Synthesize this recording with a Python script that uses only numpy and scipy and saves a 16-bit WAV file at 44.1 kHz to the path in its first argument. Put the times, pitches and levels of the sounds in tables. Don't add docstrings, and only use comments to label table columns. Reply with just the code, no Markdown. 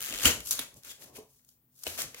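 import sys
import numpy as np
from scipy import signal
from scipy.fft import rfft, irfft
from scipy.io import wavfile

SR = 44100
rng = np.random.default_rng(int(sys.argv[2]) if len(sys.argv) > 2 else 0)


def ratio(d):
    e = np.asarray(d, float) / 20
    return 10 ** e


def transcribe(signal):
    frames = np.atleast_2d(signal).T
    limited = np.clip(frames, -1, 1)
    pcm = np.round(limited * 32767).astype(np.int16)
    wavfile.write(sys.argv[1], SR, pcm)


N = 97020
TIME_S = np.arange(N) / SR

# [pitch_hz, level_db per Hz]
ROOM_TONE = [(30, -18.5), (60, -6.5), (200, -13), (500, -22.5), (1200, -29.5), (6000, -38.5), (9000, -36.5),
             (15500, -16.5)]
# [pitch_hz, level_db]
APPLIANCE_HUM = [(129, -74), (247, -81)]
# [start_s, peak_db]
SLIPS = [(0.0059, -26), (0.0169, -26), (0.0256, -22), (0.0334, -26), (0.0399, -26), (0.0468, -25),
         (0.0544, -26), (0.0607, -23), (.0685, -30), (.077, -29), (0.0839, -27), (0.0898, -25),
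         (0.0978, -25), (0.1082, -25), (0.1252, -24), (0.1378, -25), (0.1409, -26), (0.1469, -25),
         (0.158, -26), (0.1775, -26), (0.1872, -24), (0.1977, -26), (0.2074, -25)]
# [pitch_hz, width_hz, level_db]
CREAK_SHEET = [(1600, 820, -11), (3045, 1100, -5), (7100, 880, -4)]
# [pitch_hz, width_hz, level_db]
CREAK_CELLS = [(9330, 550, 0.5), (11300, 1700, -8.5), (12960, 960, 1), (15000, 1600, -5)]
# [start_s, hold_s, rise_s, level_db, treble_db above level]
RUBS = [(.005, 0.17, 0.0057, -49, 3.5), (0.242, 0.0093, 0.031, -37, 3.5), (.257, 0.019, 0.0096, -32, 1.5),
        (0.282, .025, 0.017, -39.5, 1), (0.466, 0.032, 0.027, -59.5, 15.5),
        (0.51, 0.011, 0.0017, -48.5, 10.5), (0.53, 0.048, 0.035, -54, 5.5), (0.591, 0.028, 0.016, -49, 0.5),
        (0.771, 0.008, 0.021, -78, 18.5), (0.848, 0.032, 0.013, -59.5, 5.5),
        (0.904, 0.011, 0.026, -55.5, 5.5), (1.014, 0.023, 0.019, -60.5, 7), (1.066, 0.019, 0.019, -73, 3),
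        (1.162, 0.0067, 0.019, -58, 7), (1.297, 0.096, 0.015, -86, 16.5), (0.687, 0.14, 0.029, -81, -0.5),
        (2.08, 0.14, 0.035, -96, 6), (1.493, 0.018, 0.038, -87.5, 20.5), (1.793, 0.037, 0.045, -78.5, 18),
        (1.865, 0.029, 0.015, -49.5, 5), (1.945, 0.013, 0.048, -56.5, 6), (1.989, 0.023, 0.012, -41.5, 3.5),
        (2.024, 0.005, 0.0088, -82, 5), (2.2, .02, 0.054, -50, 1)]
# [pitch_hz, width_hz, level_db]
SHEET_RINGS = [(1374, 670, 5), (2500, 1400, 7), (3960, 5100, -5)]
# [pitch_hz, width_hz, level_db]
CELL_RINGS = [(6300, 3040, 5.5), (10540, 1660, 9.5), (12800, 3200, 7), (15800, 1800, -0.5)]
# [start_s, hold_s, rise_s, groan_db, thud_db]
SHOVES = [(0.001, 0.017, .01, -59.5, -60.5), (0.108, 0.025, 0.039, -49.5, -59),
          (0.192, 0.087, 0.027, -55, -84), (0.255, 0.028, 0.014, -35, -37.5),
          (0.363, 0.027, 0.091, -54, -52), (0.531, 0.018, 0.063, -54.5, -60),
          (0.591, 0.0085, 0.0068, -50, -57.5), (0.767, 0.0067, 0.1, -63.5, -61.5),
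          (0.848, 0.069, 0.0052, -65.5, -73.5), (1.016, 0.086, 0.043, -62, -68),
          (1.174, 0.037, 0.056, -55.5, -62), (1.864, 0.021, 0.0091, -50.5, -64),
          (1.991, 0.058, 0.078, -53.5, -65.5), (2.048, 0.016, .02, -70, -54.5),
          (2.2, 0.024, 0.078, -58.5, -75)]
# [pitch_hz, width_hz, level_db]
WOOD_RINGS = [(243, 93, -2), (532.5, 240, -3.5), (1080, 250, -13)]
# [pitch_hz, width_hz, level_db]
FLOOR_RINGS = [(57.4, 14, -2), (132, 100, -5)]
KNOCK_TIMES = [.256, .263, .135, .592, .592, 1.186, 1.183, 1.184, 1.8675, 1.8675, 1.873, 1.988, 2.1455,
               1.184, 1.184, 1.196, .256, .262]
# [level_db, pitch_hz, fade_60db_s]
KNOCK_RINGS = [(-22.5, 268, 0.07), (-20.5, 80, 0.11), (-50.5, 42, 0.48), (-42.5, 268, 0.11),
               (-27.5, 1280, 0.011), (-40, 430, 0.14), (-40.5, 251, 0.038), (-54, 830, 0.034),
               (-32, 486, 0.044), (-28, 616, 0.028), (-49, 86, 0.5), (-30.5, 647, 0.018), (-47, 490, 0.056),
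               (-60, 1000, 0.026), (-48.5, 1000, 0.032), (-52, 470, 0.094), (-27.5, 1430, 0.11),
               (-28.5, 2700, .08)]
# [start_s, hold_s, pitch_hz, level_db]
SQUEAKS = [(.895, .025, 3450, -52), (.895, .012, 6900, -51), (.511, .005, 6500, -34),
           (.53, .008, 6900, -40), (.591, .004, 3600, -37), (.2555, .003, 2800, -19),
           (.272, .006, 7100, -26), (.1, .13, 3150, -49), (.255, .002, 6900, -24), (.256, .002, 10700, -26),
           (.268, .012, 13200, -32), (.5925, .002, 10400, -36), (1.8675, .003, 2800, -36),
           (.908, .012, 4400, -59), (1.155, .02, 2500, -58), (.515, .03, 4500, -46), (.26, .025, 4300, -36),
           (.262, .03, 2350, -36)]
SNAP_TIMES = [.2547, .2685, .2755, .4035, .4595, .4718, .5085, .5165, .5921, .7408, .834, .8486, 1.0215,
              1.394, 1.4472, 1.489, 1.79, 1.8348, 1.8668, 1.876, 1.977, 1.99, 2.018, 2.1446, .4685, .4795,
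              .4895, .498, .5097, .5115, .514, .5297, .2805, .288, 1.838, 1.8255, 1.869, .586, .2245]
# [peak_db, treble_db above peak, length_s]
SNAPS = [(-7.5, 1.5, 0.0044), (-19, 3, 0.002), (-20, -2, 0.0034), (-28, 1, 0.0059), (-38, 15, 0.0036),
         (-28, 14, 0.002), (-31.5, 26.5, 0.002), (-26, 17, 0.0013), (-21.5, 7, 0.0051), (-56.5, 18, 0.0051),
         (-42, 9, 0.0032), (-38, 11.5, 0.0028), (-30, -10, 0.0029), (-57, -9, 0.0043), (-58, 11.5, 0.0046),
         (-56.5, 17.5, 0.0051), (-57.5, 21.5, 0.0031), (-34, 12, 0.0043), (-16.5, -4.5, 0.0039),
         (-26.5, 6.5, 0.0035), (-32, 9, 0.0047), (-27.5, 9, 0.0045), (-26.5, 10, 0.007),
         (-27.5, -4.5, 0.007), (-46, 9.5, 0.0039), (-50, 21, 0.0027), (-51, 27, 0.004), (-33, 6, 0.0059),
         (-23, 23.5, 0.0013), (-34, 21, 0.0021), (-31, 26, .002), (-22, 18.5, 0.0013), (-19.5, 1, 0.0035),
         (-24, 0, 0.0032), (-32, 9, 0.0038), (-49, 8, 0.0043), (-34, 3, 0.0021), (-40, 5.5, .002),
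         (-38.5, 17.5, 0.0034)]

RISE_DB = 13
RUB_FALL_DB_PER_S, SHOVE_FALL_DB_PER_S, SQUEAK_FALL_DB_PER_S = 352.5, 279, 1200
GRAINS_PER_S, GRAIN_SPREAD_DB, FLUTTER_DB, FLUTTER_HZ = 9000, 4.5, 1.32, 80
SLIP_DB, SLIP_S, SLIP_RISE_S = 7, 0.002, 0.0006
SLIP_TREBLE_DB, TREBLE_SAG_DB_PER_S = -3.5, 46.5
SHEET_START_DB, SHEET_GROW_DB_PER_S = -3.5, 27.5
SNAP_DB, SNAP_RISE_S = -17.5, 0.00084
SQUEAK_WIDTH_HZ, SQUEAK_RISE_S = 900, 0.003
ROOM_TONE_DB, HUM_WIDTH_HZ = -68.5, 4.2
ROOM_T60_S, ROOM_DB, WALL_CUT_HZ = 0.32, -12.5, 10800
WIDTH, WIDE_HZ, TREBLE_LEFT, TREBLE_LEFT_HZ = 0.81, 1000, 0.47, 2980
LEFT_DB, LEFT_LAG_S, THUD_LEFT, THUD_WIDTH = -0.39, 0.00007, 0.27, 0.3


def rms_one(x):
    return x / np.sqrt(np.mean(x ** 2) + 1e-20)


def high_pass(x, order, hz):
    return signal.sosfilt(signal.butter(order, hz, "high", fs=SR, output="sos"), x)


def body(x, peaks):
    out = 0
    for k, (hz, width_hz, db) in enumerate(peaks):
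        r = np.exp(-np.pi * width_hz / SR)
        feedback = [1, -2 * r * np.cos(2 * np.pi * hz / SR), r * r]
        ring = signal.lfilter([1 - r * r, 0, r * r - 1], feedback, x)
        out = out + (-1) ** k * ratio(db) * ring
    return out


def stroke(start, hold, rise, fall_db_per_s):
    t = TIME_S - start
    swell_db = RISE_DB * np.minimum(t, 0) / max(rise, 1e-4)
    return ratio(swell_db - fall_db_per_s * np.maximum(t - hold, 0))


def burst(start, db, length, rise):
    age = np.maximum(TIME_S - start, 0)
    return ratio(db - 20 * age / max(length, 5e-4)) * np.minimum(age / rise, 1)


def spread(pair):
    side = WIDTH * high_pass(pair[1], 1, WIDE_HZ)
    side = side + TREBLE_LEFT * high_pass(pair[0], 1, TREBLE_LEFT_HZ)
    return np.array([pair[0] + side, pair[0] - side])


def quiet():
    hz = np.fft.rfftfreq(N, 1 / SR) + 1
    at_hz, db = np.transpose(ROOM_TONE)
    colour = ratio(np.interp(np.log(hz), np.log(at_hz), db))
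    tone = irfft(rfft(rng.standard_normal((2, N))) * colour, N)
    hum = 0
    for pitch, level in APPLIANCE_HUM:
        narrow = body(rng.standard_normal(N), [(pitch, HUM_WIDTH_HZ, 0)])
        hum = hum + ratio(level - 2) * rms_one(narrow)
    return ratio(ROOM_TONE_DB) * spread(rms_one(tone)) + hum


def creaking():
    jerks = sum(burst(s, db + SLIP_DB, SLIP_S, SLIP_RISE_S) for s, db in SLIPS)
    drive = rng.choice([-1, 1], (2, N)) * jerks + 1e-18
    sag = ratio(SLIP_TREBLE_DB - TREBLE_SAG_DB_PER_S * TIME_S)
    grow = ratio(SHEET_START_DB + SHEET_GROW_DB_PER_S * np.minimum(TIME_S, 0.25))
    return grow * body(drive, CREAK_SHEET) + sag * body(drive, CREAK_CELLS)


def rubbing():
    sizes = ratio(GRAIN_SPREAD_DB * np.minimum(rng.exponential(1, (2, N)), 4))
    sizes = sizes * rng.choice([-1, 1], (2, N))
    grains = sizes * (rng.random((2, N)) < GRAINS_PER_S / SR)
    grains = high_pass(grains + 0.9 * rng.standard_normal((2, N)), 2, 540)
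    r = np.exp(-2 * np.pi * FLUTTER_HZ / SR)
    wander = signal.lfilter([1], [1, -2 * r, r * r], rng.standard_normal((3, N)))
    flutter = ratio(FLUTTER_DB * rms_one(wander))
    low = high = 0
    for start, hold, rise, db, treble_db in RUBS:
        push = stroke(start, hold, rise, RUB_FALL_DB_PER_S)
        low = low + ratio(db) * push
        high = high + ratio(db + treble_db) * push
    sheet = low * flutter[0] * flutter[1] * rms_one(body(grains, SHEET_RINGS))
    return sheet + high * flutter[0] * flutter[2] * rms_one(body(grains, CELL_RINGS))


def frame():
    groan = rms_one(body(rng.standard_normal((2, N)), WOOD_RINGS))
    thud = rms_one(body(body(rng.standard_normal((2, N)), FLOOR_RINGS), FLOOR_RINGS))
    wood = low = 0
    for start, hold, rise, groan_db, thud_db in SHOVES:
        push = stroke(start, hold, rise, SHOVE_FALL_DB_PER_S)
        wood = wood + ratio(groan_db) * push * groan
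        low = low + ratio(thud_db) * push * thud
    for start, (db, hz, t60) in zip(KNOCK_TIMES, KNOCK_RINGS):
        age = np.maximum(TIME_S - start, 0)
        ring = ratio(db - 60 * age / t60) * np.sin(2 * np.pi * hz * age)
        ring = ring * np.minimum(age * hz / 0.57, 1)
        if hz < 150:
            low = low + ring * [[1], [0]]
        else:
            wood = wood + ring * [[1], [0.4]]
    return wood, low


def squeaking():
    white, out = rng.standard_normal((2, N)), 0
    for start, hold, hz, db in SQUEAKS:
        peak = [(hz, SQUEAK_WIDTH_HZ, 0)]
        song = rms_one(body(body(white, peak), peak))
        out = out + ratio(db) * stroke(start, hold, SQUEAK_RISE_S, SQUEAK_FALL_DB_PER_S) * song
    return out


def snapping():
    low = high = 0
    for start, (db, treble_db, length) in zip(SNAP_TIMES, SNAPS):
        crack = burst(start, db + SNAP_DB, length, SNAP_RISE_S)
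        low = low + crack
        high = high + ratio(treble_db) * crack
    white = rng.choice([-1, 1], (2, N))
    return 2 * body(white * low + 1e-18, SHEET_RINGS) + body(white * high + 1e-18, CELL_RINGS)


def room(x):
    age = np.arange(SR // 2) / SR
    fade = ratio(-60 * age / ROOM_T60_S) * np.minimum(age / 0.026, 1)
    tail = rng.standard_normal((2, len(age))) * fade
    tail = signal.sosfilt(signal.butter(2, [650, WALL_CUT_HZ], "band", fs=SR, output="sos"), tail)
    tail = tail / np.sqrt(np.sum(tail ** 2) / 2)
    return ratio(ROOM_DB) * spread(signal.fftconvolve(x[None], tail)[:, :N])


def scene():
    wood, (low, low_side) = frame()
    pair = creaking() + rubbing() + wood + squeaking() + snapping()
    deep = signal.butter(2, 100, "low", fs=SR, output="sos")
    lean = signal.sosfiltfilt(deep, THUD_LEFT * low + THUD_WIDTH * low_side)
    left, right = spread(pair) + room(pair[0]) + low + lean * [[1], [-1]]
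    advance = np.exp(2j * np.pi * np.fft.rfftfreq(N, 1 / SR) * LEFT_LAG_S)
    early = irfft(rfft(left) * advance, N)
    return np.array([early * ratio(LEFT_DB), right * ratio(-LEFT_DB)]) + quiet()


def top_cut(x):
    return signal.sosfilt(signal.butter(12, 16850, fs=SR, output="sos"), x)


def record(dry):
    treble_cut = signal.ellip(12, 0.5, 45, 15900, fs=SR, output="sos")
    mix = signal.sosfilt(treble_cut, dry)
    return top_cut(mix)


dry = scene()
out = record(dry)
transcribe(out)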